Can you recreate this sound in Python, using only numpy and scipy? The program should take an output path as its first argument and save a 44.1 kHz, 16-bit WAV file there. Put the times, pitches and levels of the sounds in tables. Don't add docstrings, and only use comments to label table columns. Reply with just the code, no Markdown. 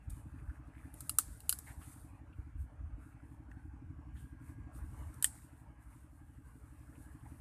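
import sys
import numpy as np
from scipy import signal
from scipy.fft import rfft, irfft, next_fast_len
from scipy.io import wavfile
from scipy.ndimage import uniform_filter1d, map_coordinates

SR = 44100
rng = np.random.default_rng(int(sys.argv[2]) if len(sys.argv) > 2 else 0)


def generate_wav(signal):
    frames = np.transpose(np.atleast_2d(signal))
    scaled = np.clip(frames, -1, 1) * 32767
    pcm = np.round(scaled).astype(np.int16)
    wavfile.write(sys.argv[1], SR, pcm)


N = 326635


def amp(db):
    return 10 ** (np.asarray(db) / 20)


def unit(x):
    return x / np.sqrt(np.mean(x ** 2) + 1e-20)


def sized(x):
    return x / np.linalg.norm(x)


def along(points, hz):
    f, v = np.transpose(points)
    return np.interp(np.log(hz + 1), np.log(f + 1), v)


def curves(rows):
    s, *cols = np.transpose(rows)
    return [np.interp(np.arange(N) / SR, s, c) for c in cols]


def wobble(rate):
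    knots = rng.standard_normal(int(N * rate / SR) + 4)
    return map_coordinates(knots, [np.arange(N) * rate / SR])


def swell(s, length):
    return np.exp(-((np.arange(N) / SR - s) / length) ** 2 / 2)


def fade(t, t60):
    return amp(-60 * t / t60)


def filtered(x, response):
    m = next_fast_len(len(x) + 8192)
    return irfft(rfft(x, m) * response(np.fft.rfftfreq(m, 1 / SR)), m)[:len(x)]


def coloured(x, spectrum):
    size = 2048
    cepstrum = irfft(np.log(amp(along(spectrum, np.fft.rfftfreq(size, 1 / SR)))))
    cepstrum[1:size // 2] *= 2
    cepstrum[size // 2 + 1:] = 0
    impulse_response = irfft(np.exp(rfft(cepstrum)))
    return signal.fftconvolve(x, impulse_response)[:len(x)]


def resonance(x, hz, width):
    return filtered(x, lambda f: 1j * f * width / (hz * hz - f * f + 1j * f * width))


def band(x, hz, width):
    return sized(resonance(resonance(x, hz, width), hz, width))


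def rush(spectrum, patchy_db):
    z = signal.stft(rng.standard_normal(N), nperseg=1024)[2]
    across_hz = uniform_filter1d(rng.standard_normal(z.shape), size=5, axis=0)
    patches = unit(uniform_filter1d(across_hz, size=9, axis=1))
    noise = signal.istft(z * amp(patchy_db * patches), nperseg=1024)[1][:N]
    return unit(filtered(noise, lambda hz: amp(along(spectrum, hz))))


def scatter(decay):
    hz, t, z = signal.stft(rng.standard_normal(SR // 2), SR, nperseg=128)
    decaying = z * fade(t, along(decay, hz)[:, None])
    return sized(signal.istft(decaying, SR, nperseg=128)[1][:SR // 2])


def add(track, s, sound):
    start = max(round(s * SR), 0)
    track[start:start + len(sound)] += sound[:max(N - start, 0)]


# (start t/s, length t/s, level/dB)
RUB_EVENTS = [(0, 0.088, -81), (0.095, 0.017, -51), (0.11, 0.12, -69.5), (0.277, 0.33, -82.5),
              (0.642, .07, -82), (0.72, 0.72, -76.5), (0.914, 0.88, -67.5), (1.606, 0.12, -62),
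              (1.77, 0.28, -66), (1.897, 0.062, -62.5), (2.323, 0.12, -81), (2.556, 0.099, -75),
              (2.967, 0.19, -78), (3.18, 0.22, -83), (3.476, 0.086, -79.5), (3.62, 0.083, -84),
              (4.126, 0.14, -71), (4.378, 0.19, -76.5), (4.713, 0.088, -67.5), (4.79, 0.71, -73.5),
              (5.138, 0.011, -57.5), (5.307, 0.12, -65), (5.495, 0.15, -75), (5.781, 0.29, -76),
              (6.054, 0.51, -82), (6.4, 1.03, -77.5), (6.896, 0.19, -73.5), (7.227, 0.32, -75)]
# (f/Hz, relative level/dB)
RUSTLE_SPECTRUM = [(2000, -47), (3500, -14.5), (5700, -16.5), (7000, -9.5), (8200, -2.5), (9400, -0.5),
                   (11400, -6), (14000, -10)]
RUB_EDGE_S = 0.062
LINGER_DB, LINGER_T60 = -2, 0.53
STILL_DB = -90.5


def rustle(grain_db=1.5):
    time = np.arange(N) / SR
    power = np.zeros(N)
    for s, length, db in RUB_EVENTS:
        to_nearest_end = np.minimum(time - s, s + length - time)
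        contact = np.clip(to_nearest_end / min(RUB_EDGE_S, length / 2), 0, 1)
        power += (amp(db) * contact) ** 2
    keep = fade(1 / SR, LINGER_T60) ** 2
    linger = amp(LINGER_DB) ** 2 * signal.lfilter([1 - keep], [1, -keep], power)
    level = np.sqrt(power + linger + amp(STILL_DB) ** 2) * amp(1.4 * wobble(23))
    return level * unit(amp(grain_db * wobble(900)) * rush(RUSTLE_SPECTRUM, patchy_db=2.0))


# (t/s, level/dB)
RUMBLE_LEVEL = [(.6, -56), (1.6, -56), (2.2, -57), (2.7, -59), (3.8, -54.5), (4.7, -53.5), (5.1, -51.5),
                (5.45, -60.5), (7.41, -56.5)]
# (f/Hz, relative level/dB)
RUMBLE_SPECTRUM = [(15, -45), (33, -15), (55, 0), (75, -0.5), (120, -6.5), (165, -16.5), (215, -16.5),
                   (330, -22), (390, -51.5), (1200, -120)]


def air_rumble(lumps_db=2.0):
    lumps = amp(lumps_db * wobble(16))
    return amp(curves(RUMBLE_LEVEL)[0]) * unit(lumps * rush(RUMBLE_SPECTRUM, patchy_db=1.5))


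# (t/s, level/dB)
WASH_LEVEL = [(0.0, -69), (0.74, -68.5), (1.55, -68.5), (1.73, -69), (1.94, -70), (4.12, -70.5),
              (4.95, -66), (5.18, -66), (5.4, -71), (5.86, -70), (6.21, -72.5), (7.41, -68)]
# (f/Hz, relative level/dB)
WASH_SPECTRUM = [(220, -38), (380, -17.5), (429, -5), (522, -16), (580, -6), (664, -9.5), (833, -5),
                 (1270, -10), (1640, -9.5), (1850, -15), (2430, -19), (2660, -21), (3710, -35.5),
                 (9600, -33.5), (14000, -52.5)]


def distant_wash():
    return amp(curves(WASH_LEVEL)[0] + 0.88 * wobble(25)) * rush(WASH_SPECTRUM, patchy_db=3.0)


# (f/Hz, swell level/dB, swell middle t/s, bell half length t/s)
WHINE_TONES = [(1620, -76.5, 4.55, .32), (1124, -79.5, 4.9, 0.13)]
WHINE_REST_DB = -12


def whine(waver_hz=13, flutter_db=3.2):
    out = np.zeros(N)
    for hz, db, s, length in WHINE_TONES:
        frequency = hz + waver_hz * (wobble(7) + wobble(70))
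        tone = np.sin(2 * np.pi * np.cumsum(frequency) / SR)
        fluttering = unit(tone * amp(flutter_db * wobble(22)))
        out += amp(db) * (amp(WHINE_REST_DB) + swell(s, length)) * fluttering
    return out


# (t/s, firings per second f/Hz)
FIRING_RATE = [(0, 11.796), (1, 11.625), (1.9, 11.872), (2.5, 11.724), (3.7, 11.954), (5, 11.555),
               (6, 11.739), (7.41, 11.782)]
# (t/s, relative level/dB)
CHUG_LEVEL = [(1, -60), (1.45, -69.5), (1.8, -60.5), (2.7, -63.5), (3.3, -60), (4.5, -58), (5.4, -65),
              (6.3, -64.5), (7.2, -59)]
# (delay t/s, f/Hz, mean level/dB, bell half length t/s)
PUFF_BURSTS = [(-0.01907, 74, 1.5, 0.0091), (-.001, 57, 0.5, 0.014), (-0.0045, 120.2, 6.5, 0.005),
               (0, 283.6, 3.3, 0.0047)]
# (f/Hz, t60 t/s)
TREE_DECAY = [(60, 0.24), (300, 0.73)]
PUFF_SCATTER_DB = 1.3


def engine(echo_s=.021, echo_db=-6, trees_db=-5.5, level_db=5.5):
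    time = np.arange(N) / SR
    cycles = np.cumsum(curves(FIRING_RATE)[0]) / SR
    firings = np.interp(np.arange(int(cycles[-1]) + 1), cycles, time) + .006
    out, t = np.zeros(N), np.arange(-SR // 20, SR // 20) / SR
    for s in firings[1:]:
        puff = np.zeros(len(t))
        for delay, hz, db, length in PUFF_BURSTS:
            u = t - delay
            burst = np.exp(-(u / length) ** 2 / 2) * np.cos(2 * np.pi * hz * u)
            puff += amp(db + PUFF_SCATTER_DB * rng.standard_normal()) * burst
        add(out, s + t[0], -puff)
        add(out, s + t[0] + echo_s, amp(echo_db) * puff)
        add(out, s + t[0], amp(trees_db) * signal.fftconvolve(puff, scatter(TREE_DECAY)))
    return out * amp(curves(CHUG_LEVEL)[0] + level_db)


# (middle t/s, relative level/dB, bell half length t/s)
BUFFET_EVENTS = [(0.084, -36, 0.0074), (0.12, -42.5, 0.013), (0.271, -36, 0.0044), (0.49, -42.5, 0.026),
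                 (1.293, -42.5, 0.028), (1.781, -41, 0.0078), (2.03, -49.5, 0.023), (2.133, -44.5, 0.0081),
                 (2.395, -40, 0.0079), (2.588, -48.5, 0.079), (2.849, -41, 0.033), (2.945, -38.5, 0.01),
                 (4.572, -46.5, 0.056), (5.054, -48, 0.059)]
# (f/Hz, relative level/dB)
EDDY_SPECTRUM = [(15, -41.5), (35, -9), (55, 1.5), (80, 1.5), (120, -13), (200, -24.5), (400, -63),
                 (1200, -120)]


def buffets(level_db=-1.0):
    envelope = sum(amp(db + level_db) * swell(s, length) for s, db, length in BUFFET_EVENTS)
    return envelope * rush(EDDY_SPECTRUM, patchy_db=-4.0)


# (middle t/s, bell half length t/s, level before muffling/dB, centre f/Hz, pitch spread/octaves)
GNAW_SPELLS = [(0.498, 0.15, -71, 1400, 0.21), (0.8, .05, -68, 1790, 0.26), (1.903, 0.057, -77, 2200, 0.22),
               (4.453, 0.057, -76, 2150, .1), (4.773, 0.058, -69.5, 1290, 0.084),
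               (4.755, 0.043, -79, 2600, 0.18), (5.361, .06, -71.5, 1690, 0.39),
               (7.097, 0.26, -87, 1710, .3)]
TICKS_PER_S, TICK_SCATTER_DB = 260, 3.5
TICK_CYCLES = 13


def gnawing(muffle_hz=2600):
    out, t = np.zeros(N), np.arange(SR // 20) / SR
    for s, length, db, hz, spread in GNAW_SPELLS:
        ticks, count = np.zeros(N), int(6 * length * TICKS_PER_S)
        for k, (shift, pitch, size) in enumerate(rng.standard_normal((count, 3))):
            f = hz * 2 ** (spread * pitch)
            tick = np.sin(2 * np.pi * f * t) * fade(t, TICK_CYCLES / f) * (1 - np.exp(-f * t))
            add(ticks, s + (k - count / 2 + shift) / TICKS_PER_S, amp(TICK_SCATTER_DB * size) * tick)
        effort = swell(s, length)
        weighted_rms = np.sqrt(np.average(ticks ** 2, weights=effort))
        out += amp(db) * effort * ticks / weighted_rms
    return filtered(out, lambda hz: 1 / np.sqrt(1 + (hz / muffle_hz) ** 10))


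# (t/s, peak level/dB, resonance f/Hz, rise time constant t/s, t60 t/s)
SMACK_EVENTS = [(.385, -65, 2300, 0.0033, 0.068), (0.495, -52.5, 1480, 0.0008, 0.07),
                (0.554, -61.5, 1300, 0.0075, .07), (.745, -62, 2100, 0.008, 0.08),
                (.77, -67, 2680, 0.011, 0.14), (.835, -57.5, 1550, .003, .07),
                (1.664, -50, 1930, 0.0059, 0.2), (1.665, -60, 854, .006, .16),
                (1.688, -52, 1600, 0.024, 0.077), (1.806, -52, 1260, 0.03, 0.13),
                (1.815, -61.5, 2720, .012, 0.18), (2.325, -63.5, 2700, .002, 0.088),
                (3.199, -61.5, 1410, 0.00064, 0.022), (3.514, -50, 1740, 0.00056, 0.025),
                (3.514, -67.5, 2750, 0.0017, 0.036), (3.514, -69, 6250, .0008, 0.011),
                (4.15, -59.5, 1565, 0.008, 0.2), (4.159, -65.5, 2970, 0.011, 0.34),
                (4.94, -56, 1090, .002, .07), (5.03, -67, 2850, .006, 0.069), (5.13, -60, 1368, .002, .14),
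                (5.925, -65.5, 2160, 0.0041, 0.042), (6.37, -65.5, 1840, .002, .05),
                (6.885, -64.5, 1467, 0.0017, .05), (6.95, -64, 2570, 0.0037, 0.082),
                (7.205, -67.5, 2900, .002, .06), (7.254, -52.5, 900, 0.00061, 0.12),
                (7.256, -65, 2070, 0.0018, .07), (7.3, -71, 2550, .008, .16)]
TICK_OCTAVES, WIDEN_OCTAVES_PER_S = .17, 16


def smacks():
    out, t = np.zeros(N), np.arange(SR // 4) / SR
    for s, db, hz, rise, t60 in SMACK_EVENTS:
        ticks = rng.standard_normal(len(t)) * np.exp(.5 * rng.standard_normal(len(t)))
        ticks *= fade(t, t60) * (1 - np.exp(-t / rise))
        width = TICK_OCTAVES + WIDEN_OCTAVES_PER_S * rise
        smack = filtered(ticks, lambda f: 1 / (1 + (np.log2((f + 1) / hz) / width) ** 2) ** 1.2)
        add(out, s, amp(db) * smack / np.abs(smack).max())
    return out


CRACK_TIME = np.arange(SR // 2) / SR
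TEAR_T60 = 0.016


def grain_burst(delay, t60, grain_db=6.5):
    t = CRACK_TIME
    unevenness = np.clip(rng.standard_normal(len(t)), -2, 2)
    grains = rng.standard_normal(len(t)) * amp(grain_db * unevenness)
    return sized(grains * (t >= delay) * fade(np.abs(t - delay), t60))


def mode(hz, t60):
    t = CRACK_TIME
    return sized(np.sin(2 * np.pi * hz * t) * fade(t, t60) * (1 - np.exp(-t / 0.001)))


# (mean-scale delay t/s before random stretch, relative level/dB)
SLIP_EVENTS = [(.0008, -7), (.0016, -5.5), (.0024, -9.5), (.0036, -11)]


def fracture(tearing_db, snap_t60=0.0081, grit_db=-4.5, slip_t60=0.00054, tear_db=-9):
    slips = 0
    for delay, slip_db in SLIP_EVENTS:
        slips = slips + amp(slip_db) * grain_burst(delay * rng.uniform(0.73, 1.2), slip_t60)
    grit = amp(grit_db) * grain_burst(0, snap_t60)
    tear = amp(tear_db) * grain_burst(0, TEAR_T60)
    return sized((CRACK_TIME == 0) + amp(tearing_db) * (grit + slips + tear))


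# (f/Hz, relative level/dB)
SHELL_SPECTRUM = [(300, -39), (700, -31.5), (2200, -28), (3600, -25), (4600, -19.5), (6000, -18),
                  (7800, -4.5), (10600, -4), (12200, -7.5), (13300, -2.5), (14000, -5)]
# (f/Hz, t60 t/s)
NEAR_DECAY = [(1000, .09), (4000, 0.15), (9000, 0.091), (14000, 0.078)]
# (f/Hz, t60 t/s)
FAR_DECAY = [(1000, 0.9), (4000, 0.92), (9000, 0.4), (14000, 0.24)]
TREBLE_HZ = 11300
SPLINTER_T60 = 0.007


def shell(snap, shell_hz, ring_db, splinter_hz, splinter_db, treble_db,
          near_db=-5, far_db=-19.0, dull_hz=14000, ring_width=1300):
    answer = amp(near_db) * scatter(NEAR_DECAY) + amp(far_db) * scatter(FAR_DECAY)
    thrown = filtered(answer, lambda hz: 1 / np.sqrt(1 + (hz / dull_hz) ** 6))
    direct = filtered(snap, lambda hz: amp(treble_db * (1 - 1 / (1 + (hz / TREBLE_HZ) ** 16))))
    body = coloured(direct + thrown, SHELL_SPECTRUM)
    body = sized(body + amp(ring_db) * resonance(body, shell_hz, ring_width))
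    return body + amp(splinter_db) * mode(splinter_hz, SPLINTER_T60)


# (f/Hz with the mouth at rest, power of the lowest one's shift that they follow)
UPPER_MOUTH = [(2870, .26), (4100, .04), (4720, 0)]
# (f/Hz, t60 t/s)
HAND_DECAY = [(1000, .1), (4000, 0.073)]
MOUTH_REST_HZ = 1300
KNOCK_HZ, KNOCK_WIDTH, THUD_HZ, THUD_WIDTH = 1400, 900, 700.6, 390


def mouth(snap, hz1, db1, db2, db3, knock_db, thud_db,
          mouth_t60=0.018, mouth_width=440, rough_db=-8, low_db=10, high_db=5, pair_db=2, top_db=-1,
          knock_wet_db=-3, mouth_wet_db=-14):
    hz2, hz3, hz4 = [hz * (hz1 / MOUTH_REST_HZ) ** follow for hz, follow in UPPER_MOUTH]
    rings = [(hz1, db1 + low_db), (hz2, db2 + high_db), (hz3, db3 + pair_db), (hz4, db3 + pair_db + top_db)]
    nearby = scatter(HAND_DECAY)
    out = np.zeros(len(CRACK_TIME))
    for hz, level in rings:
        roughness = amp(rough_db) * band(grain_burst(0, TEAR_T60), hz, mouth_width)
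        out += amp(level) * sized(mode(hz, mouth_t60) + roughness)
        out += amp(mouth_wet_db + level) * band(nearby, hz, 2 * mouth_width)
    out += amp(knock_db) * band(snap + amp(knock_wet_db) * nearby, KNOCK_HZ, KNOCK_WIDTH)
    out += amp(thud_db) * band(snap, THUD_HZ, THUD_WIDTH)
    return out


# (t/s, level/dB, lowest mouth resonance f/Hz,
# low, middle and high mouth ring level/dB, shell ring f/Hz, ring level/dB, splinter f/Hz,
# splinter level/dB, tooth knock level/dB, jaw thud level/dB, tearing level/dB, treble level/dB)
CRACK_EVENTS = [ (0.9406, -35.5, 1590, -31, -28, -33, 9800, 12, 3670, -23, -38, -36, 5, 5),
                (1.0063, -25.5, 1290, -26, -40, -26, 8500, -6, 3630, -26.5, -35, -38, 3, 1),
                (1.0948, -13, 1265, -29, -22.5, -19, 10260, 8, 5130, -24, -44.5, -49, -3, 2),
                (1.1862, -2.5, 1287, -26, -35, -33, 9500, -4, 5700, -19.5, -40, -43, 0, -0.5),
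                (1.4045, -35.5, 1224, -44, -21, -19.5, 9740, -1.5, 4150, -24, -42, -36, -1, 0),
                (1.494, -5.5, 1440, -39, -23.5, -21.5, 10800, 4.5, 4880, -28, -35, -36.5, 3, -0.5),
                (1.5265, -14.5, 1460, -28, -27, -17, 10700, 5.5, 4850, -22, -27.5, -42, 5, 1.5),
                (1.5883, -25.5, 1540, -38, -38, -33, 9000, -10, 5600, -21, -44, -40, 1, 2),
                (5.2257, -13, 1640, -38.5, -26.5, -34.5, 9900, 1, 3700, -21.5, -24, -33.5, -3, -2),
                (5.2436, -9, 1840, -53, -38, -37, 9000, 14, 5200, -40, -31, -40, -3, -7.5),
                (5.2443, -6.5, 1822, -24, -17, -36, 8700, 7, 3410, -16, -27, -28.5, -2.5, -7.5), ]


def cracks(level_db=7.0):
    out = np.zeros(N)
    for (s, db, hz1, db1, db2, db3, shell_hz, ring_db, splinter_hz, splinter_db,
         knock_db, thud_db, tearing_db, treble_db) in CRACK_EVENTS:
        snap = fracture(tearing_db)
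        shell_sound = shell(snap, shell_hz, ring_db, splinter_hz, splinter_db, treble_db)
        mouth_sound = mouth(snap, hz1, db1, db2, db3, knock_db, thud_db)
        add(out, s, amp(db + level_db) * (shell_sound + mouth_sound))
    return out


def scene():
    air = air_rumble() + distant_wash() + buffets()
    eater = rustle() + gnawing() + smacks() + cracks()
    return (air + whine() + engine() + eater)[None]


TOP_HZ = 14280


def record(dry, low_cut_hz=36):
    dry = [filtered(x, lambda hz: 1 / np.sqrt(1 + (low_cut_hz / (hz + 1)) ** 10)) for x in dry]
    return np.array([filtered(x, lambda hz: 1 / np.sqrt(1 + (hz / TOP_HZ) ** 160)) for x in dry])


dry = scene()
out = record(dry)
generate_wav(out)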